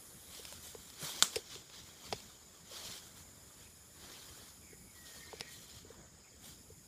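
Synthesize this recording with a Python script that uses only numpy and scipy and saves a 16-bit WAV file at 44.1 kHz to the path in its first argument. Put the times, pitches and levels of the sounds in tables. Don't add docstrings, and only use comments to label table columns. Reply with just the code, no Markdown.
import sys
import numpy as np
from scipy import signal
from scipy.fft import rfft, irfft, next_fast_len
from scipy.io import wavfile
from scipy.ndimage import uniform_filter1d

SR = 44100
rng = np.random.default_rng(int(sys.argv[2]) if len(sys.argv) > 2 else 0)


def persist_wave(psi):
    counts = np.round(np.clip(psi, -1, 1) * 32767).astype(np.int16)
    wavfile.write(sys.argv[1], SR, np.atleast_2d(counts).T)


N = 303097
TIME_S, FREQ_HZ = np.arange(N) / SR, np.fft.rfftfreq(N, 1 / SR)
IMPULSE_SAMPLES = 2048
IMPULSE_FREQ_HZ = np.fft.rfftfreq(IMPULSE_SAMPLES, 1 / SR)

# frequency in Hz, relative level in dB.
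AIR_SPECTRUM = [(15, -34), (35, -13), (78, 0.5), (115, -5.5), (190, -5), (300, -12), (440, -8.5),
                (800, -15), (1250, -17), (2700, -19.5), (5000, -25.5), (8700, -23), (15300, -29)]
# centre in Hz, spread in Hz, level in dB, trills per second.
CHORUSES = [(7213, 65, -70.5, 59), (7010, 34, -70, 106), (6675, 270, -69, 38), (5060, 300, -71.5, 16),
            (7940, 410, -74.5, 41)]
# time in seconds, gain in dB.
LISP_ENVELOPE = [(0, -61.5), (.4, -63.5), (1.4, -79), (2.5, -74.5), (3.5, -68), (5.2, -66.5), (5.9, -83),
                 (6.3, -80), (6.6, -69.5), (6.87, -70)]
# start and length in seconds, first and last pitch in Hz, level in dB,
# hoarseness (capped at 1).
BIRD_NOTES = [(3.6, .09, 2570, 2430, -67, 0.9), (4.6, .17, 2550, 1850, -66, 0.92),
              (4.77, .21, 2290, 2115, -72, .7), (4.931, 0.2, 1964, 1860, -63, 0.26),
              (5.1, .23, 1870, 1818, -64, 0.4), (5.191, .14, 2090, 2120, -63.5, .55),
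              (5.281, .14, 1750, 1713, -68, 0.5), (5.3, .22, 2330, 2250, -63, .85),
              (5.405, .12, 1905, 1890, -64, .4), (6.231, 0.066, 2450, 2150, -67, 1.1)]
# time in seconds, envelope peak in dB, pitch in Hz.
GRIP_KNOCKS = [(0.395, -46, 455), (0.523, -50, 578), (0.75, -41.5, 445), (1.364, -28, 457),
               (1.384, -42, 406), (1.559, -46, 400), (2.129, -34, 427), (2.715, -50, 554),
               (4.731, -50, 425), (5.336, -41, 444), (5.414, -47, 440), (5.848, -48.5, 417),
               (5.904, -45, 463), (6.703, -49.5, 441)]
# start in seconds, envelope peak in dB, pitch in Hz.
HAND_BUMPS = [(1.025, -42, 154), (1.36, -47, 85), (2.126, -46, 110), (2.155, -53, 65), (4.3, -53.5, 72),
              (5.761, -51, 98), (6.715, -52, 89)]
# start in seconds, strength, low tilt and high tilt in dB,
# T60 in seconds.
TAP_CLICKS = [(.3485, -30, -11, 0, .008), (.4526, -24, -0.5, 3, 0.0094), (.5257, -23.5, 8.5, 12, 0.0095),
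              (.7489, -29.5, 10, -4, 0.0083), (.902, -32.5, -8, 4, .01),
              (1.3586, -15.5, -8.5, 2.5, 0.043), (1.554, -25, -9, -5, .014), (1.699, -33.5, 3, -5, .015),
              (2.1262, -14, 0.5, -5.5, .026), (2.203, -32.5, -4, 2, .013),
              (2.8567, -34.5, -3.5, -4, .017), (2.978, -33.5, -6, 0, .022), (4.0488, -38, -4, -5, .013),
              (5.3305, -25.5, 14, -1, 0.0088), (5.399, -25.5, -20, 5, .007),
              (5.4088, -13.5, -7.5, -5, 0.0078)]
# frequency in Hz, relative level in dB.
CLICK_SPECTRUM = [(60, -17), (190, 2), (300, -18), (520, 3), (760, 4), (950, 1), (1250, -8.5), (1800, -6),
                  (2400, -1.5), (3100, -3), (4200, -6), (5250, 4.5), (6000, -14), (8300, -7), (15000, -28)]
# centre in Hz, width in Hz, relative level in dB.
TWIG_MODES = [(204, 92, -5), (543, 79, -11.5), (1100, 120, -11), (1463, 140, -1), (3680, 410, 3.5),
              (4460, 760, -3), (7740, 870, -6)]
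# frequency in Hz, relative level in dB.
SCATTER_SPECTRUM = [(80, -25), (190, 7.5), (750, -4.5), (1350, 4.5), (1900, -4), (2800, -1), (3250, 5),
                    (4300, 1.5), (6500, 7.5), (7600, 9.5), (9000, 1), (15000, -10)]
# frequency in Hz, relative level in dB.
LEAF_SPECTRUM = [(150, -21), (300, -5), (450, -6), (800, -8), (1200, -6.5), (1750, -7), (2250, -4),
                 (2850, -8), (3120, 2.5), (4400, -.5), (5800, -2.5), (7200, -4.5), (8300, -11),
                 (15300, -17)]
# time of full force in seconds, hold in seconds, gain in dB,
# body and fizz offsets in dB.
LEAF_PUSHES = [(.34, 0.21, -56.5, -11, -4.5), (0.661, 0.042, -57.5, -10, 1), (.81, 0.084, -63, -10.5, 0),
               (1.044, 0.053, -47, -8, -2.5), (1.162, 0.087, -49, -9.5, -6), (1.346, 0.018, -51.5, -9, -7),
               (1.528, 0.017, -50.5, -14, -10.5), (1.76, 0.014, -55, -11.5, -10),
               (1.877, 0.11, -63, -5.5, -5), (2.05, 0.13, -56, -10.5, -6.5), (2.215, .12, -64, -7, -3.5),
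               (2.736, 0.066, -51.5, -9.5, -7), (2.86, 0.1, -50.5, -11, -6), (3.045, 0.027, -64, -5, -1),
               (3.177, .03, -63, -4.5, 0), (3.297, 0.31, -77, 5, 2), (3.62, .015, -65, -5, -4),
               (3.97, .03, -68, -6, -5), (4.04, .04, -59.5, -3.5, -6), (4.128, 0.085, -56, -8.5, -8),
               (4.275, 0.23, -61, -4.5, -3), (4.978, .04, -68.5, -7, 2), (5.075, 0.15, -59, -9, -3.5),
               (5.29, 0.18, -60.5, -8, -12), (5.52, 0.12, -59.5, -10.5, -1.5),
               (5.703, 0.078, -59.5, -10, -5), (5.89, .03, -67, 0.5, -3), (6.0, .05, -75, 8, -10),
               (6.19, .05, -78.5, 5, -5), (6.465, 0.031, -59, -9, -1)]


def from_db(db):
    return 10 ** (np.asarray(db) / 20)


def unit_rms(x):
    return x / np.sqrt(np.mean(x ** 2) + 1e-30)


def decay(t_s, t60_s, start_db=0):
    return from_db(start_db - 60 * t_s / t60_s)


def curve_db(points, at_hz=FREQ_HZ):
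    hz, db = np.transpose(points)
    return np.interp(np.log(at_hz + 1), np.log(hz + 1), db)


def add(mix, start_s, sound):
    part = mix[max(round(start_s * SR), 0):][:len(sound)]
    part += sound[:len(part)]


def filtered(x, response):
    return irfft(rfft(x) * response, N)


def lowpass(cutoff_hz):
    return 1 / (1 + (FREQ_HZ / cutoff_hz) ** 10)


def coloured_noise(spectrum):
    return filtered(rng.standard_normal(N), from_db(curve_db(spectrum)))


def band_noise(centre_hz, spread_hz):
    bell = np.exp(-.5 * ((FREQ_HZ - centre_hz) / spread_hz) ** 2)
    return unit_rms(filtered(rng.standard_normal(N), bell))


def drift(rate_hz):
    size = next_fast_len(N, real=True)
    rolloff = np.exp(-(np.fft.rfftfreq(size, 1 / SR) / rate_hz) ** 2)
    return unit_rms(irfft(rfft(rng.standard_normal(size)) * rolloff, size)[:N])


def sharp_impulse(spectrum_db):
    cepstrum = irfft(np.log(from_db(spectrum_db)))
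    cepstrum[1:IMPULSE_SAMPLES // 2] *= 2
    cepstrum[IMPULSE_SAMPLES // 2 + 1:] = 0
    return irfft(np.exp(rfft(cepstrum)))


def dappled(x, depth_db):
    frames = signal.stft(x, nperseg=512, noverlap=384)[2]
    patches = uniform_filter1d(rng.standard_normal(frames.shape), size=3, axis=0)
    patches = unit_rms(uniform_filter1d(patches, size=9, axis=1))
    return signal.istft(frames * from_db(depth_db * patches), nperseg=512, noverlap=384)[1][:N]


def air(rumble_db=-63, hiss_db=-69, lumps_db=2.7):
    noise = coloured_noise(AIR_SPECTRUM)
    rumble = filtered(noise, lowpass(390)) * from_db(lumps_db * drift(8.5))
    hiss = dappled(filtered(noise, 1 - lowpass(412)), depth_db=2.9)
    return from_db(rumble_db) * unit_rms(rumble) + from_db(hiss_db) * unit_rms(hiss)


def insects(trill_depth=0.22, swell_db=1.0, skirt_db=-1):
    out = np.zeros(N)
    for centre_hz, spread_hz, db, trill_hz in CHORUSES:
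        rate_hz = trill_hz * (1 + 0.147 * drift(3.9))
        throb = 1 + trill_depth * np.sin(2 * np.pi * np.cumsum(rate_hz) / SR)
        out += band_noise(centre_hz, spread_hz) * throb * from_db(db + swell_db * drift(4.2))
    lisp = band_noise(10350, 1100) + from_db(skirt_db) * band_noise(11100, 3800)
    lisp_db = np.interp(TIME_S, *np.transpose(LISP_ENVELOPE))
    return out + lisp * from_db(lisp_db)


def bird(rasp_hz=120, flutter_db=2.5, waver_hz=14, echo_t60_s=0.41, echo_gain=0.63):
    out = np.zeros(N)
    flutter = from_db(flutter_db * drift(25))
    detune_hz = waver_hz * drift(22)
    for start_s, length_s, first_hz, last_hz, db, hoarse in BIRD_NOTES:
        on = (TIME_S > start_s) & (TIME_S < start_s + length_s)
        hoarse = min(hoarse, 1)
        smear_hz = rasp_hz * (1 + 2 * hoarse ** 2)
        rasp = (drift(smear_hz) + 1j * drift(smear_hz))[on] / np.sqrt(2)
        pitch_hz = np.linspace(first_hz, last_hz, on.sum()) + detune_hz[on]
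        carrier = np.exp(2j * np.pi * np.cumsum(pitch_hz) / SR)
        cry = (carrier * (np.sqrt(1 - hoarse ** 2) + hoarse * rasp)).real
        out[on] += from_db(db) * cry * flutter[on] * signal.windows.tukey(on.sum(), alpha=0.45)
    trees = rng.standard_normal(SR // 2) * decay(TIME_S[:SR // 2], echo_t60_s)
    return out + echo_gain * signal.fftconvolve(out, trees / np.linalg.norm(trees))[:N]


def thud(pitch_hz, rise_s):
    t_s = TIME_S[:SR // 6]
    envelope = (t_s / rise_s * np.exp(1 - t_s / rise_s)) ** 2
    return envelope * np.sin(2 * np.pi * pitch_hz * t_s)


def handling(knock_lead_s=0.0019):
    out = np.zeros(N)
    for at_s, db, pitch_hz in GRIP_KNOCKS:
        add(out, at_s - knock_lead_s, from_db(db) * thud(pitch_hz, rise_s=0.0041))
    for start_s, db, pitch_hz in HAND_BUMPS:
        add(out, start_s, from_db(db) * thud(pitch_hz, rise_s=0.01))
    return out


def tap_clicks(rattle_gain=0.18):
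    t_s, out = TIME_S[:SR // 5], np.zeros(N)
    for start_s, db, low_db, high_db, t60_s in TAP_CLICKS:
        tilt_db = curve_db([(950, low_db), (2200, 0), (5000, 0), (8500, high_db)], IMPULSE_FREQ_HZ)
        tap = sharp_impulse(curve_db(CLICK_SPECTRUM, IMPULSE_FREQ_HZ) + tilt_db)
        fade = decay(t_s, t60_s) + decay(t_s, t60_s=0.11, start_db=-27)
        force = rattle_gain * rng.standard_normal(len(t_s)) * fade
        force[0] = 1
        add(out, start_s, from_db(db) * signal.fftconvolve(force, tap / np.linalg.norm(tap)))
    return out


def twig_snap(start_s=1.2246, first_peak_db=-3.5, second_offset_db=-8, gap_s=0.0009):
    t_s, out = TIME_S[:SR // 2], np.zeros(N)
    mode_power = sum(from_db(db) ** 2 / (1 + ((IMPULSE_FREQ_HZ - centre_hz) / width_hz) ** 2) ** 2
                     for centre_hz, width_hz, db in TWIG_MODES)
    ring = sharp_impulse(10 * np.log10(mode_power + 1e-8))
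    ring = -from_db(first_peak_db) * ring / abs(ring).max()
    scatter = unit_rms(coloured_noise(SCATTER_SPECTRUM))[:len(t_s)]
    splinter_fade = decay(t_s, t60_s=0.046, start_db=-22)
    echo_fade = decay(t_s, t60_s=0.27, start_db=-34)
    add(out, start_s, ring)
    add(out, start_s + gap_s, from_db(second_offset_db) * ring)
    add(out, start_s, scatter * np.hypot(splinter_fade, echo_fade))
    return out


def push(full_s, hold_s, gather_s=0.036, ease_db_per_s=7, settle_s=0.038):
    early = np.maximum(full_s - TIME_S, 0) / gather_s
    late = np.maximum(TIME_S - full_s - hold_s, 0) / settle_s
    held_s = np.clip(TIME_S - full_s, 0, hold_s)
    return from_db(-ease_db_per_s * held_s) / (1 + early ** 2 + late ** 2)


def rustle_envelopes(stir_db=-65.5, stir_body_db=-4, stir_fizz_db=-2.5, calm_db_per_s=1.57):
    moves = [(from_db(-calm_db_per_s * TIME_S), stir_db, stir_body_db, stir_fizz_db)]
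    moves += [(push(full_s, hold_s), *gains_db) for full_s, hold_s, *gains_db in LEAF_PUSHES]
    power = sum(np.outer(from_db([db + body_db, db, db + fizz_db]), envelope) ** 2
                for envelope, db, body_db, fizz_db in moves)
    return np.sqrt(power)


def leaves(slips_per_s=6000, brush_gain=1.19, flutter_db=0.84, clump_db=0.5):
    body, middle, fizz = rustle_envelopes()
    sizes = from_db(3 * np.minimum(rng.exponential(1, N), 4))
    slips = sizes * rng.choice([-1, 1], N) * (rng.random(N) < slips_per_s / SR)
    friction = unit_rms(slips) + brush_gain * rng.standard_normal(N)
    friction *= from_db(flutter_db * drift(78) + clump_db * drift(18))
    rustle = filtered(dappled(friction, depth_db=2.5), from_db(curve_db(LEAF_SPECTRUM)))
    bands = [(lowpass(1900), 700, 1700, body),
             (lowpass(7500) - lowpass(1900), 3000, 6200, middle * from_db(-0.36)),
             (1 - lowpass(7500), 8000, 15000, fizz * from_db(0.43))]
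    out = np.zeros(N)
    for response, core_low_hz, core_high_hz, envelope in bands:
        core = filtered(rustle, (FREQ_HZ > core_low_hz) & (FREQ_HZ < core_high_hz))
        out += filtered(rustle, response) / np.std(core) * envelope
    return out


def scene():
    return (leaves() + air() + insects() + twig_snap() + tap_clicks() + handling() + bird())[None]


def record(dry, cutoff_hz=15380):
    taps = signal.firwin(511, cutoff_hz, window=("kaiser", 9), fs=SR)
    return signal.oaconvolve(dry, taps[None], "same")


dry = scene()
out = record(dry)
persist_wave(out)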